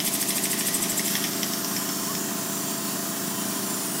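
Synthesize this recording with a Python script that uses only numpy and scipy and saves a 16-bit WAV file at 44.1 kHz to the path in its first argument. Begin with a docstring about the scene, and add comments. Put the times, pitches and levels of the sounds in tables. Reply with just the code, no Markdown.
"""A compressor drones in the room and a hose hisses throughout. Close by, a small oscillating-cylinder
engine runs on the compressed air: each turn vents a whistling chuff, and play in the linkage knocks.
After a second the hose slips off with a spurt, and its open mouth rushes with a faint warble.
The flywheel coasts down, the knocks ever slower and softer, until only the air and the drone remain."""
import sys
import numpy as np
from scipy import signal
from scipy.fft import rfft, irfft, next_fast_len
from scipy.io import wavfile
from scipy.ndimage import uniform_filter1d, map_coordinates

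SR = 44100
rng = np.random.default_rng(int(sys.argv[2]) if len(sys.argv) > 2 else 0)


def master(y):
    """Save y as 16-bit WAV."""
    cut = np.clip(np.atleast_2d(y).T, -1, 1)
    pcm = np.round(cut * 32767)  # scale
    wavfile.write(sys.argv[1], SR, pcm.astype(np.int16))


N = 176400


def amp(db):
    """Amplitude ratio of a level in decibels."""
    return 10 ** (np.asarray(db) / 20)


def unit(x):
    """Normalisation to rms 1."""
    return x / np.sqrt(np.mean(x ** 2) + 1e-20)


def clock():
    """Time of each sample in seconds."""
    return np.arange(N) / SR


def contour(points):
    """Linear interpolation of (time_s, value) points at each sample."""
    return np.interp(clock(), *np.transpose(points))


def along(points, hz):
    """Interpolation of (frequency_hz, value) points on a logarithmic frequency axis."""
    knots_hz, values = np.transpose(points)
    return np.interp(np.log(hz + 1), np.log(knots_hz + 1), values)


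def wobble(rate_hz):
    """Smooth random modulation: a spline through rate_hz Gaussian values a second."""
    return map_coordinates(rng.standard_normal(N // 8), [clock() * rate_hz + 2], mode='wrap')


def filtered(x, response):
    """Linear filtering: the spectrum of x times a complex frequency response."""
    size = next_fast_len(N + SR // 2)
    return irfft(rfft(x, size) * response(np.fft.rfftfreq(size, 1 / SR)), size)[..., :N]


def noise(spectrum):
    """Coloured noise of rms 1, falling 12 dB an octave below the spectrum's first point."""
    def response(hz):
        return amp(along(spectrum, hz)) * np.minimum(hz / spectrum[0][0], 1) ** 2
    return unit(filtered(rng.standard_normal(N), response))


def turbulence(spectrum, depth_db=1.5):
    """Turbulent flow: noise of rms 1 whose gain varies in random patches over frequency and time."""
    bins = signal.stft(noise(spectrum), nperseg=1024)[2]
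    patches = uniform_filter1d(rng.standard_normal(bins.shape), size=3, axis=0)
    patches = unit(uniform_filter1d(patches, size=14, axis=1))
    return unit(signal.istft(bins * amp(depth_db * patches), nperseg=1024)[1][:N])


def ring(x, modes):
    """Modal superposition: x drives damped resonances of alternating sign, at unit power gain."""
    def response(hz):
        body = sum((-1) ** k * amp(db) * 1j * hz * width / (centre ** 2 - hz ** 2 + 1j * hz * width)
                   for k, (centre, width, db) in enumerate(modes))
        return body / np.sqrt(np.mean(abs(body) ** 2))
    return filtered(x, response)


def compressor():
    """Periodic pumping: piston strokes give a harmonic drone; their load modulates hum and noise."""
    # harmonics of the stroke rate: order, relative_db
    harmonics = [(1, -51), (2, -44), (3, -32), (4, -22), (5, -16), (6, -8.5), (7, 0.5), (8, -2.5),
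                 (9, -12.5), (10, -2), (11, -4.5), (12, -7.5), (13, -10.5), (14, -5), (15, -15), (16, -19),
                 (17, -28.5), (18, -21), (19, -38), (20, -44), (21, -29), (22, -15), (23, -36), (24, -4.5),
                 (25, -22), (26, -22.5), (27, -23), (28, -33), (29, -17.5), (30, -30), (31, -13.5),
                 (32, -19.5), (33, -26.5), (34, -17), (35, -19.5), (36, -15), (37, -16), (38, -12),
                 (39, -28), (40, -36), (41, -21), (42, -18), (43, -23), (44, -15)]
    # slow drift of the midrange: time_s, gain_db
    mids_drift = [(0, -1), (.9, 0.5), (1.4, -1.5), (2.5, -1), (4, 0)]
    # motor hum and its load sidebands: hum_order, offset_in_stroke_rates, level_db
    hum_lines = [(1, 0, -54), (1, 1, -54), (1, 2, -48.5), (1, 4, -58), (1, 5, -53.5), (1, 6, -58),
                 (1, 8, -55), (2, -1, -54), (2, 1, -51.5), (2, 2, -59)]
    # spectrum of the valve noise: frequency_hz, relative_db
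    valve_spectrum = [(400, -25.5), (620, 3), (780, -2), (1050, 0), (1500, -4), (1900, -0.5), (2300, -18),
                      (4000, -10)]
    # spectrum of the rumble: frequency_hz, relative_db
    rumble_spectrum = [(25, -38), (60, -36), (95, -20), (125, -13.5), (160, -4), (210, -1), (280, -5),
                       (380, -6.5), (480, -15.5), (700, -13), (900, -22.5)]
    stroke_hz, hum_hz, mids_from_hz = 28.135, 120, 730
    first_stroke_s, load_lag_s = .0228, .0232
    waver_db, dispersion_rad = .6, 2.2
    t = clock()
    turn = 2 * np.pi * (stroke_hz * (t - first_stroke_s) + .003 * wobble(3.04))
    mids_db = contour(mids_drift)
    drone = np.zeros(N)
    for order, db in harmonics:
        gain = amp(db + waver_db * wobble(6.68) + mids_db * (order * stroke_hz > mids_from_hz))
        # the room disperses each stroke: phase grows with the square of the order
        drone += gain * np.cos(order * turn + dispersion_rad * order ** 2)
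    load = turn - 2 * np.pi * stroke_hz * load_lag_s
    rumble = unit(amp(2.5 * np.cos(load)) * noise(rumble_spectrum))
    hum = sum(amp(db) * np.sqrt(2) * np.cos(2 * np.pi * order * hum_hz * t + offset * load)
              for order, offset, db in hum_lines)
    valves = unit(amp(1.5 * np.cos(load)) * noise(valve_spectrum))
    return amp(-34.5) * unit(drone) + hum + amp(-38 + mids_db) * valves + amp(-36.5) * rumble


def hose_hiss():
    """Flow noise: turbulence in the hose gives a continuous broadband hiss."""
    # spectrum of the hiss: frequency_hz, relative_db
    spectrum = [(1500, -7.5), (2000, -16), (2300, -6.5), (3100, -3.5), (4100, -9), (4600, -2.5), (5400, -2),
                (7300, 2), (8200, -2), (9100, 1), (10200, -3.5), (13000, -5), (14400, -10), (15800, -10.5)]
    return amp(-33.5 + .66 * wobble(20)) * turbulence(spectrum, depth_db=3.5)


def inlet_leak():
    """Jet noise: air leaks at the inlet and dies away once the hose is off."""
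    # envelope of the leak: time_s, level_db
    envelope = [(0, -35.5), (.6, -33), (.95, -34), (1.1, -33), (1.195, -36.5), (1.25, -32), (1.3, -41),
                (1.45, -39), (2, -66.5)]
    # spectrum of the leak: frequency_hz, relative_db
    spectrum = [(1500, -23), (1900, 7.5), (2500, 0), (3150, 4.5), (4300, 0.5), (5400, 6.5), (6800, 1),
                (9000, 0.5), (11300, 2), (13000, -4.5), (15800, -5)]
    return amp(contour(envelope) + .62 * wobble(38.4)) * turbulence(spectrum)


def singing():
    """Resonance: narrow bands of noise come and go in the hiss of the inlet and hose."""
    # resonances: start_s, end_s, pitch_hz, width_hz, level_db
    resonances = [(-.5, .9, 12270, 240, -45), (1.65, 3.6, 7350, 1000, -42), (2.0, 4.8, 9250, 670, -50),
                  (3.4, 4.4, 9150, 440, -40), (3.1, 4.4, 11100, 550, -44.5), (1.7, 4.4, 15250, 600, -43.5)]
    fade_s = .35
    t, bands = clock(), np.zeros(N)
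    for start, end, pitch, width, db in resonances:
        band = filtered(rng.standard_normal(N), lambda hz: 1 / (1 + ((hz - pitch) / width * 2) ** 2))
        fade = np.clip(np.minimum(t - start, end - t) / fade_s, 0, 1)
        bands += amp(db + wobble(6)) * fade * unit(band)
    return bands


def knocks():
    """Impact excitation: play in the linkage closes as the stroke reverses, ringing frame and cylinder."""
    # blows of the cylinder and rod: start_s, level_db, cylinder_relative_db
    blows = [(.001, -22.5, 0.5), (.063, -33, -8), (0.0757, -24, -2.5), (.151, -27.5, -1.5),
             (.226, -27.5, 2), (.304, -26.5, 4), (0.32, -26.5, -16), (0.38, -24, -1), (0.4542, -27, 5),
             (0.5304, -26, -8), (0.6072, -26.5, 2), (0.683, -25.5, -1), (.748, -30, -5), (0.837, -24.5, -3),
             (0.854, -34, -9), (0.918, -29, 1), (0.9926, -24, 3.5), (1.079, -28, 4), (1.1522, -20, -0.5),
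             (1.239, -23.5, 4.5), (1.247, -30.5, -1.5), (1.332, -31, 5), (1.4299, -22.5, 4.5),
             (1.534, -30.5, 11), (1.645, -31, 10.5), (1.764, -31.5, 12.5), (1.89, -31.5, 8),
             (2.1508, -28.5, 5)]
    # modes of the frame: pitch_hz, width_hz, relative_db
    frame_modes = [(1830, 280, 3), (2400, 460, 3.5), (2946, 400, 4.5), (3620, 690, 0.5)]
    # modes of the cylinder: pitch_hz, width_hz, relative_db
    cylinder_modes = [(5220, 190, -4), (5620, 220, -2.5), (6360, 550, -14), (12000, 2300, -19.5)]
    oil_film_rise_s, contact_s, chatter_s, impact_lag_s = .00027, .0017, .0078, .0015
    impact_db, rattle_db, chatter_db = 13, -1.5, -11
    t = np.arange(SR // 10) / SR
    rise = 1 - np.exp(-t / oil_film_rise_s)
    decay = np.exp(-t / contact_s) + amp(chatter_db) * np.exp(-t / chatter_s)
    frame_force, cylinder_force = np.zeros((2, N + SR))
    for start_s, db, cylinder_db in blows:
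        blow = amp(rattle_db) * rise * decay * rng.standard_normal(len(t))
        blow[round(impact_lag_s * SR)] += amp(impact_db)  # the hard impact follows the first touch
        start = round(start_s * SR)
        frame_force[start:start + len(t)] += amp(db) * blow
        cylinder_force[start:start + len(t)] += amp(db + cylinder_db) * blow
    return ring(frame_force[:N], frame_modes) + ring(cylinder_force[:N], cylinder_modes)


def whistle(pitch_hz, width_hz):
    """Edge tone of rms 1: random modulation widens a sinusoid into a breathy band."""
    phase = 2 * np.pi * np.cumsum(pitch_hz) / SR
    return unit(wobble(width_hz) * np.cos(phase) + wobble(width_hz) * np.sin(phase))


def chuffs():
    """Pulsed jet: the exhaust port opens once a turn; its hiss swells and its whistle rises with flow."""
    # exhaust pulses: centre_s, hiss_db, whistle_db, pitch_hz
    pulses = [(.066, -25.5, -25, 7900), (.141, -28, -25, 8100), (.216, -27, -25.5, 8190),
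              (.291, -28.5, -24.5, 8150), (.366, -27.5, -26, 8050), (.442, -29, -23, 8070),
              (.517, -28, -28, 7940), (.596, -30, -26, 8000), (.673, -27.5, -24, 8100),
              (.749, -29, -18.5, 8150), (.827, -32, -22, 8030), (.902, -32.5, -24, 7825),
              (.981, -29, -23.5, 7700), (1.061, -29.5, -30, 7590)]
    # spectrum of the exhaust hiss: frequency_hz, relative_db
    spectrum = [(1500, -22), (2200, -11.5), (4000, -7), (6600, -5.5), (7400, -7.5), (9100, 3.5),
                (10500, 1.5), (11800, -1), (12300, 8), (12900, -2), (13700, -4), (15800, -6)]
    port_s, swell_s, whistle_s = .022, .006, .005  # half widths
    hiss_lag_s, port_edge_s, port_db, bend_hz = .0021, .0036, -2.5, 349.4
    t = clock()
    hiss_gain, whistle_gain = np.zeros((2, N))
    pitch = np.full(N, float(pulses[0][3]))
    for centre_s, hiss_db, whistle_db, pitch_hz in pulses:
        from_peak_s = t - centre_s - hiss_lag_s
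        port = np.clip((port_s - abs(from_peak_s)) / port_edge_s + .5, 0, 1)
        swell = np.exp(-(from_peak_s / swell_s) ** 2 / 2)
        hiss_gain += amp(hiss_db) * port * np.hypot(amp(port_db), swell)
        progress = (t - centre_s) / whistle_s
        whistle_gain += amp(whistle_db) / (1 + progress ** 4 / 2)
        bend = 1 - np.exp(-np.clip(progress, -2.5, 1.5) / 2)
        pitch = np.where(progress > -6, pitch_hz + bend_hz * bend, pitch)  # resets between whistles
    breathy = unit(whistle(pitch, width_hz=260) + 1.2 * whistle(pitch, width_hz=1100))
    return hiss_gain * noise(spectrum) + amp(-1) * whistle_gain * breathy


def bumps():
    """Soft, deep bumps: a smooth Gaussian pulse holds only low frequencies."""
    # pressure pulses: centre_s, peak_db
    pulses = [(.08, -46), (.747, -44), (.812, -44), (.925, -45), (2.02, -51)]
    half_width_s = .0034
    return sum(amp(db) * np.exp(-((clock() - centre_s) / half_width_s) ** 2) for centre_s, db in pulses)


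def hose_mouth():
    """Free jet: air rushes from the open mouth of the hose as it is moved away."""
    # envelope of the rush: time_s, level_db
    envelope = [(1.0, -69), (1.14, -34.5), (1.4, -35.5), (1.75, -34), (2.1, -37.5), (2.6, -38)]
    # spectrum of the rush: frequency_hz, relative_db
    spectrum = [(800, -3), (1300, 5.5), (1800, 1.5), (2300, -11), (3200, -1), (4100, -4.5), (4900, -2),
                (5700, 4), (6500, -2), (10000, -21), (12000, -0.5), (13200, -1), (14500, 2.5),
                (15800, -6.5)]
    return amp(contour(envelope)) * turbulence(spectrum)


def spurt():
    """Unsteady jet: air sputters through the gap as the hose slips off the inlet."""
    # spectrum of the spurt: frequency_hz, relative_db
    spectrum = [(1200, -6), (1900, -2), (2500, -13), (3100, 6), (4300, -4), (5400, 12), (6800, 3),
                (8000, 0), (9300, 9), (11300, 5), (13000, 10), (15800, -0.5)]
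    start_s, end_s, edge_s = 1.07, 1.19, .02
    level_db, sputter_db = -32.5, 4
    t = clock()
    gate = np.clip(np.minimum(t - start_s, end_s - t) / edge_s, 0, 1)
    return gate * amp(level_db + sputter_db * wobble(120)) * turbulence(spectrum)


def warble():
    """Random frequency and amplitude modulation: a faint tone wavers in the escaping air."""
    # envelope of the tone: time_s, level_db
    envelope = [(1.2, -62), (1.9, -45), (2.7, -51), (3.1, -48.5), (4, -50.5)]
    centre_hz, swing_hz, rate_hz, flicker_db = 1035, 45, 28, 4.5
    pitch_hz = centre_hz + swing_hz * wobble(rate_hz)
    level_db = contour(envelope) + flicker_db * wobble(rate_hz)
    return amp(level_db) * unit(np.sin(2 * np.pi * np.cumsum(pitch_hz) / SR))


def room(x):
    """Reverberation: convolution with a short noise tail whose treble dies first."""
    # reverberation times: frequency_hz, t60_s
    decay_times = [(200, .3), (2000, 0.12), (12000, 0.064)]
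    hz, t, bins = signal.stft(rng.standard_normal(SR // 2), SR, nperseg=256)
    decay = amp(-60 * t / along(decay_times, hz)[:, None])
    tail = signal.istft(bins * decay, SR, nperseg=256)[1]
    return signal.fftconvolve(x, tail / np.linalg.norm(tail))[:N]


def scene():
    """Superposition: engine, reverberation, air, bumps and compressor add, alike in both channels."""
    engine = chuffs() + knocks()
    reverberation = amp(-3.5) * room(engine)
    air = inlet_leak() + hose_mouth() + hose_hiss() + singing() + spurt() + warble()
    mono = engine + reverberation + air + bumps() + compressor()
    return np.array([mono, mono])


def record(dry):
    """Band limiting: an ideal low-pass filter removes the highest treble."""
    cutoff_hz = 15780
    return filtered(dry, lambda hz: hz < cutoff_hz)


dry = scene()
out = record(dry)
master(out)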